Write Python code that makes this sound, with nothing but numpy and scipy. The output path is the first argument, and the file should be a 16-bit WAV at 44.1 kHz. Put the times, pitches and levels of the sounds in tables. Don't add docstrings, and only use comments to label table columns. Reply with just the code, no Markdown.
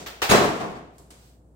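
import sys
import numpy as np
from scipy import signal
from scipy.fft import rfft, irfft, next_fast_len
from scipy.io import wavfile

SR = 44100
rng = np.random.default_rng(int(sys.argv[2]) if len(sys.argv) > 2 else 0)


def log_audio(samples):
    frames = np.atleast_2d(samples).T
    limited = np.clip(frames, -1, 1)
    pcm = np.round(limited * 32767).astype(np.int16)
    wavfile.write(sys.argv[1], SR, pcm)


N = 68355
T = np.arange(N) / SR
FFT_SIZE = next_fast_len(2 * N)
HZ = np.fft.rfftfreq(FFT_SIZE, 1 / SR)


def amp(db):
    return 10 ** (np.asarray(db) / 20)


def unit(x):
    return x / np.sqrt(np.mean(x ** 2) + 1e-20)


def along(points, hz):
    pitches, values = np.transpose(points)
    return np.interp(np.log(hz + 1), np.log(pitches + 1), values)


def filtered(x, response):
    return irfft(rfft(x, FFT_SIZE) * response, FFT_SIZE)[..., :N]


def causal(gain):
    cepstrum = irfft(np.log(np.maximum(gain, 1e-6)), FFT_SIZE)
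    cepstrum[1:FFT_SIZE // 2] *= 2
    cepstrum[FFT_SIZE // 2 + 1:] = 0
    return np.exp(rfft(cepstrum))


def fade(fade_s, age_s=T):
    return np.exp(-np.log(1000) * age_s / fade_s)


def add(out, start_s, sound):
    start = max(0, round(start_s * SR))
    out[:, start:] += sound[:, :N - start]


def stereo_noise():
    # pitch_hz, likeness (1 = the same)
    alike = [(60, 1), (130, 1), (260, 0.73), (500, 0.87), (1000, -0.14), (3000, -0.069), (15000, 0)]
    angle = np.arccos(np.clip(along(alike, HZ), -1, 1)) / 2
    mid, side = filtered(rng.standard_normal((2, N)), np.array([np.cos(angle), np.sin(angle)]))
    return np.array([mid + side, mid - side])


def kitchen_echo():
    # pitch_hz, fade_s
    echo_times = [(60, 1), (200, 0.68), (500, 0.74), (1200, 0.7), (3000, 0.65), (7000, 0.55), (15000, 0.43)]
    hz, age_s, spectrum = signal.stft(stereo_noise(), SR, nperseg=256)
    spectrum *= fade(along(echo_times, hz)[:, None], age_s)
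    return signal.istft(spectrum, SR, nperseg=256)[1][:, :N]


def contact(colour, brightness, rise_s, fade_s, crack_db, room_db, roughness):
    jitter = rng.standard_normal(2000)
    chatter = unit(np.exp(roughness * np.interp(T, np.linspace(0, T[-1], len(jitter)), jitter)))
    crack = amp(crack_db) * stereo_noise() * fade(0.013)
    ring = stereo_noise() * chatter * fade(fade_s) + amp(room_db) * kitchen_echo()
    octaves = np.log2(np.maximum(HZ, 300) / 1000)
    gain = amp(along(colour, HZ) + brightness * octaves)
    return filtered(crack + ring * (1 - np.exp(-T / rise_s)), causal(unit(gain)))


def ringing(tones, blows, spread, rise_s, waver):
    out = np.zeros((2, N))
    hits = [(np.maximum(T - start_s, 0), amp(db)) for start_s, db, *_ in blows]
    for hz, db, fade_s in tones:
        energy = sum((size * (1 - np.exp(-age / rise_s)) * fade(fade_s, age)) ** 2 for age, size in hits)
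        wander = waver * np.cumsum(rng.standard_normal(N)) / np.sqrt(SR)
        ear_shift = spread * rng.choice([-1, 1]) * np.array([[1], [-1]])
        phase = 2 * np.pi * (hz * T + rng.random()) + wander + ear_shift
        out += amp(db) * np.sqrt(energy) * np.sin(phase)
    return out


def hum_and_air():
    # pitch_hz, level_db
    hum_tones = [(59.2, -56.5), (118.4, -67.5)]
    # pitch_hz, level_db
    air_colour = [(20, -21.5), (60, 5), (180, 3.5), (400, -4.5), (700, -8.5), (1500, -25), (3000, -41),
                  (6000, -36.5), (8000, -29), (11000, -38.5), (15500, -41)]
    hum = sum(amp(db) * np.sqrt(2) * np.sin(2 * np.pi * (hz * T + rng.random())) for hz, db in hum_tones)
    air = unit(filtered(stereo_noise(), amp(along(air_colour, HZ))))
    return hum + amp(-57.5) * air


def knock_tail():
    # pitch_hz, level_db
    colour = [(30, -22.5), (90, -1.5), (200, 0), (700, -2), (1200, -12.5), (3000, -14.5), (5500, -16),
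              (8000, -16.5), (10500, -31), (15500, -28)]
    hold_s = 0.0247
    level = amp(-42) * fade(0.24, np.maximum(T - hold_s, 0))
    gain = amp(along(colour, HZ))
    tail = level * unit(filtered(stereo_noise(), gain))
    return tail + amp(-40.5) * filtered(kitchen_echo(), unit(gain))


def containers():
    # start_s, level_db, brightness_db_per_octave, rise_s
    clacks = [(.0615, -31.5, 1.5, 0.0035), (0.218, -19.5, -0.17, 0.0015), (.227, -23.5, 1.8, .002),
              (.292, -19.5, 0.2, 0.0018)]
    # pitch_hz, level_db
    colour = [(30, -29.5), (130, -12), (250, -14.5), (340, -4.5), (440, 1.5), (550, -6.5), (690, 2.5),
              (950, -2.5), (1500, -1.5), (3200, -6), (5500, -11), (8000, -16.5), (11000, -25.5),
              (15500, -17)]
    # pitch_hz, level_db, fade_s
    tub_tones = [(367, -4.5, 0.083), (444.2, -1, 0.43), (657.4, -1.5, 0.6), (813.5, -5, 0.21),
                 (1320, -4, 0.28), (1600, -7, .2), (3220, -8.5, 0.53), (3604, -8.5, 0.45)]
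    out = amp(-14) * ringing(tub_tones, clacks, spread=0.7, rise_s=0.0029, waver=9.9)
    for start_s, db, brightness, rise_s in clacks:
        clack = contact(colour, brightness, rise_s, fade_s=0.16, crack_db=-1.5, room_db=-5, roughness=0.25)
        add(out, start_s, amp(db) * clack)
    return out


def heavy_load():
    # start_s, level_db, brightness_db_per_octave, rise_s
    bumps = [(.299, -21.5, -3, 0.0031), (.310, -12, 0.94, 0.0019), (0.33, -19, -1.5, 0.001),
             (.346, -17, -1.6, 0.0011), (.371, -23, -1, 0.0012), (.390, -53, -6, 0.0051),
             (.416, -24, -2.5, 0.0013), (.438, -25.5, -0.1, 0.0017), (0.488, -43, 1, 0.00085),
             (.555, -40.5, 1, 0.0033), (.602, -29, -1.75, .004), (.622, -37.5, -7, .003),
             (.641, -31.5, -5, 0.0013), (0.698, -45.5, -0.5, 0.0023), (0.754, -41.5, -2, 0.0046),
             (.99, -52.5, -7, 0.0069)]
    # pitch_hz, level_db
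    colour = [(25, -34.5), (55, -12.5), (95, -12.5), (140, -2.5), (210, -3), (280, -1.5), (350, -3),
              (425, 1), (490, -3.5), (600, -1.5), (715, 3), (820, -4), (1050, -0.5), (1400, -5.5),
              (2000, -8.5), (4000, -15.5), (8000, -20.5), (11000, -30), (15500, -28.5)]
    # pitch_hz, level_db, fade_s
    cabinet_tones = [(138, -4, .22), (207, -1, .47), (320, -6, .66), (368, -6, .52), (412, 3, .53),
                     (448, -1, .48), (518, -9, .55), (596, -10, .45), (667, -1, .27), (713, 2, .4),
                     (886, -5, .42), (978, -3, .33), (1087, -5, .48), (1150, -8, .5)]
    # start_s, level_db
    thumps = [(0.296, -20), (0.327, -27), (0.485, -37), (0.673, -36)]
    # pitch_hz, level_db, fade_s
    wall_tones = [(48.9, -13.5, .3), (75.7, -12, 0.17), (127.9, 1, 0.2), (152, -2, 0.16), (185, -5.5, .13)]
    out = amp(-9) * ringing(cabinet_tones, bumps, spread=0.55, rise_s=0.004, waver=3.5)
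    out += ringing(wall_tones, thumps, spread=0.29, rise_s=0.0033, waver=8)
    for start_s, db, brightness, rise_s in bumps:
        bump = contact(colour, brightness, rise_s, fade_s=0.19, crack_db=4.5, room_db=-2, roughness=0.32)
        add(out, start_s, amp(db) * bump)
    return out


def jars():
    # pitch_hz, level_db, fade_s
    small_jar = [(2641, -7, .35), (3926, -6, .28), (6620, 0, .11), (9142, -6, .11), (10450, -16, .1)]
    large_jar = [(3381, -10, .5), (4038, 0, .42), (6610, -9, .42), (7305, -14, .35), (8000, 0, .05)]
    small_jolt, large_jolt = (0.2985, -18.5), (0.351, -29.5)  # start_s, level_db
    small_clink = ringing(small_jar, [small_jolt], spread=0.6, rise_s=0.0011, waver=7)
    large_clink = ringing(large_jar, [large_jolt], spread=0.2, rise_s=0.00294, waver=6.6)
    return small_clink + large_clink


def packaging():
    # start_s, level_db, brightness_db_per_octave, rise_s
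    ticks = [(.982, -53, 1.5, 0.0015), (1.1051, -48.5, -2, .001), (1.108, -52, -1.5, 0.0016)]
    # pitch_hz, level_db, fade_s
    lid_tones = [(2210, -4.5, 0.25), (3200, -17, 0.18), (4400, 4, 0.054), (5350, 2, 0.096),
                 (8000, -3, 0.087), (8440, 3, 0.098)]
    # middle_s, half_length_s, level_db
    slides = [(0.96, 0.024, -67), (1.251, 0.074, -59.5), (1.504, .04, -87)]
    # pitch_hz, level_db
    colour = [(30, -32), (200, 1), (900, 2.5), (2000, -3.5), (4200, 1), (5800, -1), (7800, 5), (10500, -3),
              (15500, -7.5)]
    slide_colour = [(200, -2), (1000, -3.5), (2200, -6.5), (4500, -3), (6500, -6), (7500, -6), (8100, 0),
                    (9000, -9.5), (11000, -11), (15500, -9)]
    out = amp(-10) * ringing(lid_tones, ticks, spread=0.7, rise_s=0.001, waver=17.16)
    for start_s, db, brightness, rise_s in ticks:
        tick = contact(colour, brightness, rise_s, fade_s=0.064, crack_db=6, room_db=-3, roughness=0.35)
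        add(out, start_s, amp(db) * tick)
    swell = sum(amp(db) * np.exp(-((T - middle_s) / half_s) ** 2 / 2) for middle_s, half_s, db in slides)
    hiss = unit(filtered(stereo_noise(), amp(along(slide_colour, HZ))))
    return out + swell * hiss


def scene():
    # pitch_hz, left_minus_right_db
    lean = [(200, 0.5), (1200, 1.1), (4000, 0), (8000, -3), (15000, -1.5)]
    sound = knock_tail() + containers() + heavy_load() + jars() + packaging() + hum_and_air()
    return filtered(sound, amp(along(lean, HZ) * np.array([[0.5], [-0.5]])))


def record(dry):
    top_hz = 15850
    return filtered(dry, causal(1 / np.sqrt(1 + (HZ / top_hz) ** 240)))


dry = scene()
out = record(dry)
log_audio(out)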